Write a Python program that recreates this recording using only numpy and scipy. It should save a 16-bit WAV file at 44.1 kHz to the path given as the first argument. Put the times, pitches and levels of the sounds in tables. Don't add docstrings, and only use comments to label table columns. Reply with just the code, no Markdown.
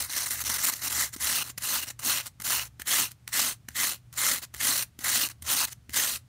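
import sys
import numpy as np
from scipy import signal
from scipy.fft import rfft, irfft, next_fast_len
from scipy.io import wavfile
from scipy.ndimage import uniform_filter1d

SR = 44100
rng = np.random.default_rng(int(sys.argv[2]) if len(sys.argv) > 2 else 0)


def output_pcm(signal):
    pcm = np.clip(np.atleast_2d(signal).T, -1, 1) * 32767
    wavfile.write(sys.argv[1], SR, np.round(pcm).astype(np.int16))


def boost_factor(decibels):
    exponent = np.asarray(decibels, float) / 20
    return 10 ** exponent


N = 276934

# (f/Hz, density/dB)
CRUSH = [(88, -51), (150, -17), (255, -9), (460, -16.5), (560, -13), (847, -9.5), (2010, 1), (2260, -0.5),
         (3040, -3), (4870, 0), (7370, 0.5), (15000, 3.5), (16500, -8.5)]
# (f/Hz, width/Hz, boost/dB)
BLOCK = [
    (2057, 220, 4.5),
    (2976, 540, 4),
    (3990, 860, 4.5),
    (6140, 570, 3),
    (7240, 400, 3.5),
    (9320, 1600, 5),
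    (10900, 700, 2.5),
]
# (f/Hz, width/Hz, level/dB)
HOLLOWS = [
    (2285, 300, -2),
    (3670, 690, -2.5),
    (4890, 200, -5),
    (10430, 380, -6),
]


def nails():
    # (f/Hz, width/Hz)
    hand_rings = [
        (2710, 330),
        (3300, 260),
        (5870, 420),
        (7500, 620),
        (11100, 1300),
        (4320, 350),
    ]
    gain, tints = pressure()
    thuds = landings(gain)
    size = next_fast_len(N)
    f = np.arange(size // 2 + 1) * SR / size
    spectrum = rfft(cells(), size)
    below = [1 / (1 + (f / hz) ** 12) for hz in (1650, 2400, 8000)]
    shares = np.diff([0 * f, *below, 1 + 0 * f], axis=0)
    parts = [irfft(spectrum * share, size)[:N] for share in shares]
    crackle = sum(g * part / part.std() for g, part in zip(gain, parts))
    spectrum = rfft(crackle, size)
    tinted = 0
    for tint, (hz, width) in zip(tints, hand_rings):
        ring = irfft(spectrum / (1 + ((f - hz) / width) ** 4), size)[:N]
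        tinted = tinted + (tint - 1) * ring
    return thuds + crackle + tinted


def landings(gain):
    # (t/s, peak level/dB, body over it/dB, crunch length/ms, thud over it/dB)
    hits = [(0.0973, -24, -2, 2.2, -17.5), (0.44, -21, -4, 2, -21), (1.1338, -39, -22, 3.0, -10),
            (1.1636, -31.5, -6, 2, -1.5), (1.5784, -18, -8, 4.9, -29), (1.5857, -34.5, -8, 3.2, -17),
            (1.992, -28, -10, 5.1, -22.5), (2.4008, -29.5, -3, 4.2, -15), (2.419, -23.5, -5, 3.7, -32),
            (2.798, -31.5, 2, 2, -14), (2.819, -24.5, -5, 1.7, -33), (3.2435, -63.5, -4, 3.0, 3),
            (3.277, -25, -3, 2.4, -29), (3.6503, -69.5, 7, 3.0, 17.5), (3.686, -22.5, -2.5, 3.2, -17.5),
            (3.706, -44, 5, 2.6, -12), (4.127, -42, -15, 5.1, -14), (4.541, -30, -2.5, 2.3, -18),
            (4.5468, -31, 5, 1.8, -36), (4.563, -35.5, -2, 2.4, -41), (4.9908, -29, -2.5, 2.03, -7.5),
            (5.4228, -26, -13, 3.3, -20), (5.894, -34.5, -6.5, 2.6, -4.5)]
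    rustle_db, rustle_ms = -18, 3
    thud_hz, thud_ms = 240, 2.6
    t, thuds = np.arange(N) / SR, np.zeros(N)
    for s, db, body_db, length_ms, thud_db in hits:
        on = slice(int((s - .015) * SR), int((s + .08) * SR))
        since = t[on] - s
        age = np.maximum((since + 0.0012) * 1000 / length_ms + .4, 0) / 1.19
        crunch = (age * np.exp(1 - age)) ** 5.2
        crunch += boost_factor(rustle_db) * np.exp(-np.abs(since) * 1000 / rustle_ms)
        balance = boost_factor(np.array([[body_db], [body_db], [0], [1.5]]))
        gain[:, on] += boost_factor(db - 15) * crunch * balance
        knock_hz = thud_hz * np.sqrt(thud_ms / length_ms)
        swell = age * np.exp(1 - age / 0.76)
        thuds[on] += boost_factor(db + thud_db) * swell * np.sin(2 * np.pi * knock_hz * since)
    return thuds


def pressure():
    # (t/s, depth/dB, length/ms)
    hitches = [(.018, 8.5, 4), (0.128, 4, 2.5), (0.162, 0, 3), (.375, 2, 4), (.445, 13, 3), (.535, 3.5, 4),
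               (1.159, 25, 5.6), (1.338, 3.5, 16), (1.81, 6.5, 11.7), (2.979, 4, 4), (3.44, 3, 5.5),
               (4.74, 4, 7.1), (5.19, 3, 8.4), (5.557, 2.5, 15), (5.6, 0.5, 5.7), (5.697, 11, 4.1)]
    t = np.arange(0, N / SR + .002, .001)
    stick_db = sum(db * np.exp(-((t - s) * 1000 / ms) ** 2) for s, db, ms in hitches)
    power, tint, total = 1e-12, 0, 1e-12
    for level_db, body_db, mode_db, dust_db, tints_db in contacts(t):
        shares = boost_factor(np.array([db + 0 * t for db in (body_db, mode_db, 0, dust_db)])) ** 2
        own = boost_factor(level_db - stick_db) ** 2
        power = power + own * shares / shares.sum(axis=0)
        total = total + own
        tint = tint + own * np.array([db + 0 * t for db in tints_db])

    def every_sample(rows):
        return np.array([np.interp(np.arange(N) / SR, t, row) for row in rows])
    return every_sample(np.sqrt(power)), every_sample(boost_factor(tint / total))


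def contacts(t):
    yield from strokes(t)
    grit_db = 2.2 * walk(160)[::44][:len(t)]
    yield from scrubs(t, grit_db)
    yield from grazes(t, grit_db)


def strokes(t):
    # (bite t/s, hardest t/s, lift t/s, level/dB, fade before the lift/dB)
    pulls = [(0.905, 1.021, 1.078, -27.5, 18), (1.21, 1.31, 1.428, -26, 4),
             (1.628, 1.708, 1.841, -27.5, 6.5), (2.049, 2.077, 2.21, -25.5, 8.5),
             (2.446, 2.505, 2.625, -26.5, 8), (2.874, 2.97, 3.071, -23, 16),
             (3.332, 3.396, 3.525, -24.5, 10.5), (3.759, 3.825, 3.945, -26.5, 13),
             (4.178, 4.275, 4.385, -25.5, 11.5), (4.604, 4.657, 4.835, -25.5, 5.5),
             (5.045, 5.195, 5.27, -24, 9), (5.475, 5.52, 5.653, -25, 3), (5.941, 5.969, 6.165, -25.5, 10.5)]
    # (place at bite, place at lift, second mode at bite/dB, second mode at lift/dB)
    paths = [(0.45, 0, -1, -5.5), (0.27, 0.66, -5.5, 8.5), (0.87, 0.61, 1, 6.5), (.9, 0.13, 2, 6),
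             (0.7, 0.43, -1, 7), (0.12, .7, -2, 3.5), (0, 0.86, -1, 2), (0.038, 0.64, -2, 2),
             (0, 0.43, -3, -1.5), (0, 0.9, -2.5, 3), (0.042, 1, -3, 5), (0.27, 1, 1, 5), (0, 0.97, -3, 3.5)]
    bite_db, bite_db_s, lift_db2_s, fade_power = 5.5, 1301, 9000, 2.14
    for (bite, hard, lift, db, fade_db), (here, there, from_db, to_db) in zip(pulls, paths):
        fade = np.clip((t - hard) / (lift - hard), 0, 1) ** fade_power
        level_db = touch(t, bite, hard, db - bite_db, db, bite_db_s, 0) - fade_db * fade
        level_db -= lift_db2_s / fade_db * np.maximum(t - lift, 0)
        place = np.interp(t, [bite, lift], [here, there])
        second_db = np.interp(t, [bite, lift], [from_db, to_db])
        high_db = -0.6 * second_db
        tints_db = second_db, 3 - 6 * place, 0, high_db, high_db, 0.31 * second_db
        body_db, mode_db, dust_db = -9.5 + 0.087 * second_db, -5 - 17.5 * place, -0.5 + 1.5 * place
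        yield level_db, body_db, mode_db, dust_db, tints_db


def scrubs(t, grit_db):
    # (start t/s, end t/s, first level/dB, last level/dB, brightness/dB: + open, - cupped under the hand)
    jerks = [(0, 1.09, -45.5, -46.5, 0), (.003, 0.025, -29.5, -26, 3), (0.037, 0.068, -35.5, -40, 3),
             (0.098, 0.18, -38.5, -30.5, -1.5), (0.164, 0.25, -30, -33.5, -1), (0.263, 0.29, -30, -38.5, 2),
             (0.308, 0.4, -29, -38.5, 2.5), (0.405, 0.42, -31, -31, 3.5), (.447, .482, -34.5, -29, -1),
             (0.496, 0.57, -26.5, -31.5, -0.5), (.584, .632, -32, -30.5, 0), (0.636, .653, -26.5, -23, 3),
             (.664, .699, -24, -24, 3), (.72, .738, -36, -29, 2), (.758, 0.84, -39.5, -46, 1.5),
             (0.818, .881, -33, -30.5, 0.5), (1.131, 1.167, -40.5, -39, 0.5)]
    damp_db = -2.5
    for *row, bright_db in jerks:
        cup_db = 1.3 * (1.5 - bright_db)
        tints_db = damp_db, damp_db, cup_db, -.6 * cup_db, 0, 0.24 * cup_db
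        level_db = touch(t, *row, 2499, 1800.5) + grit_db / 2
        yield level_db, -9.5, -12 + 1.1 * bright_db, bright_db, tints_db


def grazes(t, grit_db):
    # (start t/s, end t/s, first level/dB, last level/dB)
    brushes = [(1.184, 1.195, -48, -45), (1.442, 1.451, -38, -41), (1.464, 1.495, -37, -36),
               (1.494, 1.513, -36, -47), (1.593, 1.625, -55.5, -39), (1.862, 1.909, -45, -35),
               (1.998, 2.043, -49, -36.5), (2.228, 2.245, -49, -53), (2.249, 2.278, -47.5, -37),
               (2.408, 2.44, -51, -56), (2.632, 2.672, -42, -46.5), (2.801, 2.827, -45, -56),
               (2.86, 2.862, -53, -46), (3.1, 3.115, -63, -42.5), (3.287, 3.311, -45, -59),
               (3.693, 3.746, -60, -56), (4.131, 4.17, -55, -46), (4.422, 4.444, -37, -37),
               (4.541, 4.596, -52.5, -43), (4.994, 5.04, -49, -38), (5.299, 5.318, -47, -45.5),
               (5.425, 5.466, -57, -39), (5.674, 5.702, -43, -46.5), (5.706, 5.729, -50, -42),
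               (5.905, 5.93, -50.5, -53)]
    for row in brushes:
        level_db = touch(t, *row, 2499, 1597) + grit_db
        yield level_db, -7, -12, -0.5, np.zeros(6)


def touch(t, start, end, first_db, last_db, rise, fall):
    slide_db = np.interp(t, [start, end], [first_db, last_db])
    return slide_db - rise * np.maximum(start - t, 0) - fall * np.maximum(t - end, 0)


def cells():
    cells_a_s, own_share = 12000, .45
    patch_db, flicker_db, slip_db, stick_db = .9, 1.6, 1.6, .35
    together, crush = snaps(cells_a_s), 0
    borders_hz = np.r_[100, 400, 750 * np.arange(1, 23)]
    for lo, hi in zip(borders_hz[:-1], borders_hz[1:]):
        sized = np.sqrt(1 - own_share) * together + np.sqrt(own_share) * snaps(cells_a_s / 3)
        patches = boost_factor(patch_db * walk(12) + flicker_db * walk(110))
        crush = crush + band(sized, lo, hi) * patches
    clumps = boost_factor(slip_db * walk(450) + stick_db * walk(70))
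    return shape(crush * clumps, CRUSH, HOLLOWS + BLOCK)


def snaps(rate):
    x, breaks = np.zeros(N), rng.random(N) < rate / SR
    count = breaks.sum()
    spread_db = 2.5 * np.minimum(rng.exponential(size=count), 4)
    x[breaks] = rng.standard_normal(count) * boost_factor(spread_db)
    return x / x.std()


def cracks():
    # (t/s, peak level/dB)
    bursts = [(0.1263, -11), (0.135, -13), (0.168, -20), (0.1828, -6.5), (0.4394, -19), (0.5418, -10),
              (1.1648, -34), (1.503, -35), (2.268, -13.5), (2.401, -18.5), (2.413, -20), (2.7993, -22),
              (2.8194, -21), (3.0849, -31), (3.1178, -20.5), (3.2789, -15), (3.687, -21.5), (3.7063, -36),
              (4.1287, -24), (4.543, -22), (4.5473, -18), (4.5597, -30), (4.567, -21), (5.1179, -8),
              (5.2885, -15.5), (5.4288, -22), (5.895, -35), (5.908, -35), (5.9347, -18), (5.9717, -9)]
    x = np.zeros(N)
    s, db = np.transpose(bursts)
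    x[(s * SR).astype(int)] = boost_factor(db - 2)
    click = shape(np.r_[1., np.zeros(N - 1)], CRUSH, HOLLOWS + BLOCK)[:400]
    return signal.fftconvolve(x, click / np.abs(click).max())[:N]


def pushes():
    # (t/s, level/dB, length/s)
    nudges = [(0.034, -49, .08), (.33, -57, .2), (0.494, -47.5, .15), (0.966, -46.5, .15),
              (1.247, -47, .07), (1.4, -59, .15), (1.606, -66, .06), (1.77, -54.5, .11), (2.11, -58, .08),
              (2.46, -55, .09), (2.588, -50, .06), (2.68, -59, .06), (2.823, -49, .06), (3.0, -67, .15),
              (3.34, -64, .1), (3.706, -52, .05), (3.858, -63, .2), (4.15, -57, .05), (4.32, -59.5, .1),
              (4.57, -47, 0.06), (4.77, -59, .15), (5.036, -56, .08), (5.32, -56, .15), (5.447, -46.5, .07),
              (5.65, -54, .06), (5.91, -48, .07), (6.157, -55, .1)]
    t = np.arange(0, N / SR + .002, .001)
    gain = 0
    for s, db, length in nudges:
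        slope_db = np.where(t < s, 22, 17)
        gain = gain + boost_factor(db - np.abs(t - s) / length * slope_db)
    return waver(np.interp(np.arange(N) / SR, t, gain), 74, wobble_hz=5.5, rate=30)


def room_tail(close):
    t60_s = 0.14
    t = np.arange(SR // 2) / SR
    tail = rng.standard_normal(len(t)) * boost_factor(-60 * t / t60_s) * (t > .004)
    tail = signal.lfilter([1], [1, -.25], tail)
    return signal.fftconvolve(close, tail / np.sqrt(np.sum(tail ** 2)))[:N]


def motors():
    # (t/s, strength against the first/0-1)
    second_motor = [(0, .45), (.7, .8), (1.3, .5), (1.9, .85), (2.9, .65), (3.2, .12), (3.6, .12),
                    (4.0, .55), (4.9, .8), (5.2, .6), (5.4, .08), (6.28, .08)]
    beat_hz, beat_null_s = 1.875, .175
    t = np.arange(N) / SR
    second = np.interp(t, *np.transpose(second_motor))
    beat = np.abs(1 - second * np.exp(2j * np.pi * beat_hz * (t - beat_null_s)))
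    return waver(boost_factor(-59) * beat, 119, wobble_hz=1.2, rate=9)


def quiet():
    # (f/Hz, density/dB)
    air = [(18, -30.5), (30, -21.5), (82, -5), (154, -10), (196, -18), (255, -22.5), (467, -34.5),
           (694, -33), (1000, -36.5), (1180, -34.5), (8990, -43.5), (15200, -50), (16500, -64.5)]
    return boost_factor(-58) * shape(rng.standard_normal(N), air) + boost_factor(-82.0) * rng.standard_normal(N)


def shape(x, table, dips=()):
    f = np.maximum(np.arange(2049) * SR / 4096, 1)
    table_hz, table_db = np.transpose(table)
    db = np.interp(np.log(f), np.log(table_hz), table_db)
    for hz, width, depth_db in dips:
        db = db + depth_db / (1 + (2 * (f - hz) / width) ** 2)
    cep = irfft(db * np.log(10) / 20)
    cep[1:2048] *= 2
    cep[2049:] = 0
    y = signal.fftconvolve(x, irfft(np.exp(rfft(cep))))[:N]
    return y / y.std()


def band(x, lo_hz, hi_hz):
    sos = signal.butter(2, [lo_hz, min(hi_hz, .45 * SR)], "band", fs=SR, output="sos")
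    return signal.sosfilt(sos, x)


def walk(rate):
    k = int(SR / rate)
    held = np.repeat(rng.standard_normal(N // k + 2), k)[:N + k]
    w = uniform_filter1d(uniform_filter1d(held, k), k)[:N]
    return w / w.std()


def waver(gain, hz, wobble_hz, rate):
    phase = 2 * np.pi * np.cumsum(hz + wobble_hz * walk(rate)) / SR
    return np.sqrt(2) * gain * np.sin(phase)


def scene():
    close = nails() + cracks()
    mono = close + boost_factor(-19) * room_tail(close) + pushes() + motors() + quiet()
    return np.array([mono, mono])


def top_cut(x):
    return signal.sosfilt(signal.butter(12, 17060, fs=SR, output="sos"), x)


def record(dry):
    x = signal.sosfilt(signal.ellip(10, .2, 50, 15690, fs=SR, output="sos"), dry)
    instant = np.clip(1 - np.abs(np.arange(N) / SR - 1.365) / 0.017, 0, 1)
    late = np.roll(x[0], 999)
    side = sum(band(band(late, lo, hi), lo, hi) for lo, hi in ((8200, 9900), (13700, 15300)))
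    side = side * instant * boost_factor(4.)
    return top_cut(x + np.array([side, -side]))


dry = scene()
out = record(dry)
output_pcm(out)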